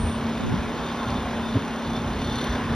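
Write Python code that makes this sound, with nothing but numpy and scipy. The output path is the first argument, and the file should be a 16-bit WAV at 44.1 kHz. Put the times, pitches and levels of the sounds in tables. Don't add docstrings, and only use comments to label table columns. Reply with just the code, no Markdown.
import sys
import numpy as np
from scipy import signal
from scipy.fft import rfft, irfft
from scipy.io import wavfile
from scipy.ndimage import uniform_filter1d

SR = 44100
rng = np.random.default_rng(int(sys.argv[2]) if len(sys.argv) > 2 else 0)


def wav_record(signal):
    frames = np.transpose(np.atleast_2d(signal))
    bounded = np.clip(frames, -1, 1)
    quanta = np.round(bounded * 32767).astype(np.int16)
    wavfile.write(sys.argv[1], SR, quanta)


N = 121275
TIME = np.arange(N) / SR

# (time [s], rate [Hz])
DRIVE_RATE = [(0, 32.55), (.3, 32.6), (.55, 33.2), (.78, 33.39), (1.0, 33.3), (1.2, 32.79), (1.6, 32.62),
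              (2.0, 32.83), (2.35, 33.6), (2.75, 32.87)]
# (multiple of the drive rate, level [dB])
HUM_TONES = [(5, -44.5), (6, -46), (7, -33), (8, -40.5)]
# (time [s], level change [dB])
HUM_SWELLS = [(0, -2.5), (.08, 5), (.17, 2.5), (.21, -2), (.255, 6.5), (.33, 2), (.44, -3), (.68, -0.5),
              (.8, -2.5), (.95, -4), (1.1, 0), (1.25, -1.5), (1.45, 2), (1.56, -6.5), (1.7, -1),
              (1.9, -0.5), (2.1, -1.5), (2.28, 0), (2.5, 0), (2.66, -0.5), (2.72, 7), (2.75, -1)]


def drum_hum():
    cycles = np.cumsum(curve(DRIVE_RATE)) / SR
    loudest_db = max(db for _, db in HUM_TONES)
    tones = np.zeros(N)
    for multiple, db in HUM_TONES:
        flutter_db = wobble(top_hz=3.8)
        swell_db = curve(HUM_SWELLS) if db == loudest_db else 0
        tones += amp(db + flutter_db + swell_db) * tone(multiple * cycles)
    boom = [unit(noise_band(white, hz=237, width_hz=64)) for white in rng.standard_normal((2, N))]
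    return tones + amp(-44.5) * np.array(boom)


def engine_firings(rate_hz=35.4, anchor_s=2.357, jitter_s=0.0014, spread_db=3):
    beats = np.arange(-90, 20)
    timing, strength = rng.standard_normal((len(beats), 2)).T
    at = np.round((anchor_s + beats / rate_hz + jitter_s * timing) * SR).astype(int)
    inside = (at >= 0) & (at < N)
    clicks = np.zeros(N)
    clicks[at[inside]] = amp(spread_db * strength[inside])
    return clicks


# (frequency [Hz], level [dB])
ROAR_COLOUR = [(40, -40), (120, -4), (250, 0), (400, -1), (700, -2), (1080, -1), (1200, -5), (1500, -5),
               (2000, -11), (2600, -13), (3300, -13), (4000, -17), (4800, -23), (5600, -23), (6600, -25),
               (7600, -29), (8500, -31), (10000, -34), (11500, -39), (13000, -42), (16000, -41)]
# (time [s], level [dB])
ROAR_LOUDNESS = [(0, -33), (.48, -32.5), (.8, -31.5), (1.15, -31.5), (1.5, -32.5), (1.95, -33.5),
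                 (2.3, -32), (2.55, -31), (2.75, -32)]
# (pitch [Hz], width [Hz], level [dB])
BODY_RESONANCES = [(382.7, 34, -47), (429.5, 30, -46), (573, 19, -47.5), (852, 12, -49.5),
                   (1058.5, 18, -51.5)]


def engine_and_road_roar(firings, puff_db=3.0, puff_s=0.0035):
    puffs = signal.oaconvolve(firings > 0, np.exp(-TIME[:3000] / puff_s))[:N]
    pulsing = amp(puff_db * puffs + 0.5 * wobble(top_hz=16))
    white = rng.standard_normal((2, N))
    body = sum(amp(db) * unit(resonate(white, hz, width)) for hz, width, db in BODY_RESONANCES)
    roar = patchy_noise(ROAR_COLOUR, patch_db=0.92, bins=14, frames=10)
    return amp(curve(ROAR_LOUDNESS)) * unit(pulsing * roar) + body


RATTLE_PITCHES = [3030, 3270, 3415, 3563, 4110, 4330, 4540, 5450, 5940, 6870, 8270, 9660, 10200, 10800]
# (relative level [dB], time to fade by 60 dB [s])
RATTLE_FADES = [(0, .025), (1, .025), (0, .03), (3, .04), (4, .02), (-1, .04), (-5, .04), (-8, .02),
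                (0, .04), (-6, .028), (-9, .025), (-12, .025), (-11, .025), (-15, .025)]
# (time [s], level [dB])
RATTLE_LOUDNESS = [(0, -53), (.45, -58), (.55, -51), (.7, -73), (1.08, -53), (1.12, -50), (1.2, -60),
                   (1.45, -55), (1.53, -47.5), (1.7, -53), (1.9, -48.5), (1.97, -47), (2.05, -52),
                   (2.18, -48.5), (2.24, -41.5), (2.3, -43), (2.37, -39), (2.45, -42), (2.53, -44.5),
                   (2.6, -66), (2.75, -57)]


def rattle(firings, strays_per_s=260, tick_s=0.005):
    age, ringing = TIME[:5000], np.zeros(N)
    for hz, (db, fade_s) in zip(RATTLE_PITCHES, RATTLE_FADES):
        strays = amp(-6) * (rng.random(N) < strays_per_s / SR)
        hits = (firings + strays) * rng.uniform(0.4, 1, N) * rng.choice([-1, 1], N)
        one_ring = amp(db - 60 * age / fade_s) * np.sin(2 * np.pi * hz * age)
        ringing += signal.oaconvolve(hits, one_ring)[:N]
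    hiss = resonate(rng.standard_normal(N), hz=6000, width_hz=6000)
    ticks = signal.oaconvolve(firings, np.exp(-age / tick_s))[:N] * hiss
    return amp(curve(RATTLE_LOUDNESS)) * (unit(ringing) + amp(-16) * unit(ticks))


# (time [s], level [dB], pitch [Hz])
METAL_CLINKS = [(.9, -39, 3520), (1.155, -39, 3480), (1.962, -36, 3490), (2.13, -40, 4000),
                (2.243, -42, 4330), (2.3, -37, 3700), (2.303, -36, 3450), (2.357, -38, 4110),
                (2.383, -33, 4160), (2.19, -45, 5940), (2.22, -44, 5940), (2.357, -42, 5940),
                (2.357, -36, 3560), (2.705, -39, 3565), (.815, -40, 3540), (1.01, -41, 3500),
                (2.47, -45, 5960), (2.503, -43, 5940)]


def metal_clinks(fade_s=0.045):
    out = np.zeros(N)
    for start, db, hz in METAL_CLINKS:
        age = TIME - start
        out += (age > 0) * amp(db - 60 * abs(age) / fade_s) * np.sin(2 * np.pi * hz * age)
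    return out


# (time [s], level [dB], middle frequency [Hz])
FRAME_TICKS = [(1.104, -31.5, 4800), (1.964, -33, 4800), (2.33, -46, 9400), (2.357, -38, 9300),
               (2.385, -41, 9450), (2.415, -41, 10000), (2.443, -35.5, 10100)]


def frame_ticks(decay_s=0.005, width_hz=3300):
    white, out = rng.standard_normal(N), np.zeros(N)
    for start, db, hz in FRAME_TICKS:
        age = TIME - start
        out += amp(db) * (age > 0) * np.exp(-abs(age) / decay_s) * noise_band(white, hz, width_hz)
    return out


# (time [s], pitch [Hz])
PANEL_PITCH = [(0, 3600), (.85, 3605), (1.16, 3585), (1.4, 3575), (1.55, 3560), (2.75, 3562)]
# (time [s], level [dB])
PANEL_LOUDNESS = [(0, -51), (.3, -60), (.37, -52), (.45, -55), (.62, -64), (.7, -50), (.83, -49), (.9, -46),
                  (.95, -53), (1.0, -45), (1.08, -51), (1.16, -42), (1.24, -55), (1.35, -55), (1.42, -47.5),
                  (1.55, -40), (1.58, -56), (1.82, -57), (1.9, -48.5), (1.99, -43), (2.04, -55),
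                  (2.15, -49.5), (2.25, -46), (2.35, -36.5), (2.42, -46), (2.5, -46), (2.6, -51),
                  (2.68, -46), (2.73, -48), (2.75, -50)]


def singing_panel(wander_hz=17, stutter_db=3.0):
    pitch = curve(PANEL_PITCH) + wander_hz * wobble(top_hz=31)
    pure = np.exp(2j * np.pi * np.cumsum(pitch) / SR)
    fuzz = wobble(top_hz=75) + 1j * wobble(top_hz=75)
    fuzzy = (pure * (1 + 0.75 * fuzz)).real
    stutter = amp(stutter_db * wobble(top_hz=65))
    return amp(curve(PANEL_LOUDNESS)) * unit(stutter * fuzzy)


BRAKE_PITCHES = [8826, 9353, 8630]
# (level [dB], fade start [s], fade speed [dB/s])
BRAKE_FADES = [(-44.5, 0.17, 330), (-43, 0.082, 170), (-48, 0.11, 150)]


def brake_squeal(pure_share=0.7):
    out = np.zeros(N)
    for hz, (db, fade_start, db_per_s) in zip(BRAKE_PITCHES, BRAKE_FADES):
        level = amp(db - db_per_s * np.maximum(TIME - fade_start, 0))
        pure = tone(hz * TIME)
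        fuzz = unit(noise_band(rng.standard_normal(N), hz, width_hz=60))
        out += level * (pure_share * pure + (1 - pure_share) * fuzz)
    return out


# (loudest time [s], fade time [s], level [dB], middle frequency [Hz], width [Hz])
CAR_PASSES = [(1.225, 0.18, -41, 705, 220), (1.08, 0.28, -41, 1082, 78), (2.583, 0.27, -39.5, 1480, 950),
              (2.645, 0.28, -39.5, 1030, 180)]


def passing_cars():
    out = np.zeros((2, N))
    for peak_s, fade_s, db, hz, width in CAR_PASSES:
        swell = amp(db) * np.exp(-((TIME - peak_s) / fade_s) ** 2)
        out += swell * unit(noise_band(rng.standard_normal((2, N)), hz, width))
    return out


# (frequency [Hz], level [dB])
WIND_COLOUR = [(20, -16), (35, -6), (52, 3), (70, 1), (100, -1), (150, -4), (250, -10), (400, -22),
               (800, -45), (3000, -100)]
# (time [s], level [dB])
WIND_LOUDNESS = [(0, -21.5), (.1, -35), (.3, -30.5), (.42, -35), (.53, -29), (.66, -34.5), (.72, -40),
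                 (.78, -36.5), (.95, -41.5), (1.14, -28.5), (1.26, -36), (1.39, -37), (1.43, -30.5),
                 (1.47, -43), (1.56, -26), (1.62, -35), (1.82, -42), (1.92, -31), (2.1, -28), (2.2, -31.5),
                 (2.3, -29), (2.36, -35.5), (2.47, -32.5), (2.56, -35.5), (2.7, -26.5), (2.75, -29.5)]


def wind_rumble():
    return amp(curve(WIND_LOUDNESS)) * patchy_noise(WIND_COLOUR, patch_db=1.6, bins=2, frames=5)


# (time [s], level [dB], pitch [Hz], length [s])
WIND_THUMPS = [(0.082, -22.5, 78, 0.035), (.542, -14.5, 167, 0.0092), (.535, -24.5, 278, 0.025),
               (.57, -24.5, 198.4, 0.034), (1.566, -15.5, 113, 0.023), (1.564, -17.5, 272, 0.023),
               (1.572, -21, 390, 0.0071), (1.557, -28, 590, .008), (2.5, -20.5, 61, 0.034)]


def wind_thumps():
    out = np.zeros(N)
    for peak_s, db, hz, length in WIND_THUMPS:
        offset = TIME - peak_s
        out += amp(db) * np.exp(-(2 * offset / length) ** 2) * np.cos(2 * np.pi * hz * offset)
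    return out


# (frequency [Hz], level [dB])
GUST_COLOUR = [(40, -30), (90, -11), (170, 0), (300, -6.5), (600, -20), (1200, -41), (4000, -100)]
# (time [s], level [dB])
GUST_LOUDNESS = [(0, -40), (.08, -53), (.13, -63), (.35, -65), (.41, -35), (.5, -27), (.58, -40), (.8, -43),
                 (.9, -70), (1.1, -56), (1.45, -49), (2.25, -54), (2.35, -74), (2.6, -62), (2.68, -44),
                 (2.75, -54)]


def wind_gusts():
    swirl = unit(patchy_noise(GUST_COLOUR, patch_db=1.6, bins=2, frames=5)[0])
    return [[1], [-1]] * amp(curve(GUST_LOUDNESS)) * swirl


# (frequency [Hz], likeness [1 = fully alike])
PORT_LIKENESS = [(30, .9993), (60, .999), (140, 1), (300, 0.99), (460, 0.98), (800, 0.99), (1200, 1),
                 (1900, .999), (2300, 0.99), (3500, 0.86), (5000, .99), (6200, 0.72), (7500, 1),
                 (9000, 0.92), (11000, 0.26), (12500, 1), (14000, 0.95)]
# (frequency [Hz], phase [radians])
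LEFT_LEAD = [(0, 0), (1980, 0), (10400, 6.28), (11700, 6.28), (2580, .9), (3790, .5), (4480, .9),
             (4740, .1), (5250, -.1), (6290, 1.8), (6980, 3.1), (8180, 3.2), (9390, 4.8), (12600, 7.8),
             (13200, 9.3), (15300, 9.5)]
# (frequency [Hz], level [dB])
LEFT_BALANCE = [(60, 0), (190, 0), (260, -.6), (460, -2), (820, -.5), (1300, 0), (16000, 0)]


def microphone_ports(pair):
    common, other = rfft(pair)
    hz = np.fft.rfftfreq(N, 1 / SR)
    likeness = np.clip(at_frequency(PORT_LIKENESS, hz), -1, 1)
    middle = np.sqrt((1 + likeness) / 2) * common
    side = np.sqrt((1 - likeness) / 2) * other
    lead = np.interp(hz, *np.transpose(sorted(LEFT_LEAD)))
    shift = np.exp(0.5j * lead) * amp(at_frequency(LEFT_BALANCE, hz) / 2)
    return irfft(np.array([(middle + side) * shift, (middle - side) / shift]), N)


def amp(db):
    return 10 ** (np.asarray(db) / 20)


def unit(x):
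    return x / np.sqrt(np.mean(x ** 2) + 1e-20)


def at_frequency(points, hz):
    frequencies, values = np.transpose(points)
    return np.interp(np.log(hz + 1), np.log(frequencies + 1), values)


def curve(points):
    return np.interp(TIME, *np.transpose(points))


def tone(cycles):
    return np.sqrt(2) * np.sin(2 * np.pi * (cycles + rng.random()))


def wobble(top_hz):
    spectrum = rfft(rng.standard_normal(N))
    return unit(irfft(spectrum * np.exp(-(np.fft.rfftfreq(N, 1 / SR) / top_hz) ** 2), N))


def patchy_noise(colour, patch_db, bins, frames):
    count, hz = N // 256 + 5, np.fft.rfftfreq(1024, 1 / SR)
    real_a, imag_a, real_b, imag_b, patches = rng.standard_normal((count, 513, 5)).T
    patches = unit(uniform_filter1d(uniform_filter1d(patches, bins, 0), frames, 1))
    gain = amp(at_frequency(colour, hz)[:, None] + patch_db * patches)
    spectra = np.array([real_a + 1j * imag_a, real_b + 1j * imag_b]) * gain
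    return unit(signal.istft(spectra, nperseg=1024, noverlap=768)[1][:, :N])


def resonate(x, hz, width_hz):
    decay = np.exp(-np.pi * width_hz / SR)
    return 2 * signal.lfilter([1 - decay], [1, -decay * np.exp(2j * np.pi * hz / SR)], x).real


def noise_band(white, hz, width_hz):
    return resonate(resonate(white, hz, width_hz), hz, width_hz)


def scene():
    firings = engine_firings()
    wide = drum_hum() + engine_and_road_roar(firings) + passing_cars() + wind_rumble()
    shared = (wind_thumps() + rattle(firings) + singing_panel()
              + frame_ticks() + metal_clinks() + brake_squeal())
    return microphone_ports([wide[0] + shared, wide[1]]) + wind_gusts()


def record(dry, low_cut_hz=43, high_cut_hz=15800):
    bass_cut = signal.butter(3, low_cut_hz, "high", fs=SR, output="sos")
    treble_cut = signal.firwin(511, high_cut_hz, window=("kaiser", 9), fs=SR)
    return signal.oaconvolve(signal.sosfilt(bass_cut, dry), treble_cut[None], "same")


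dry = scene()
out = record(dry)
wav_record(out)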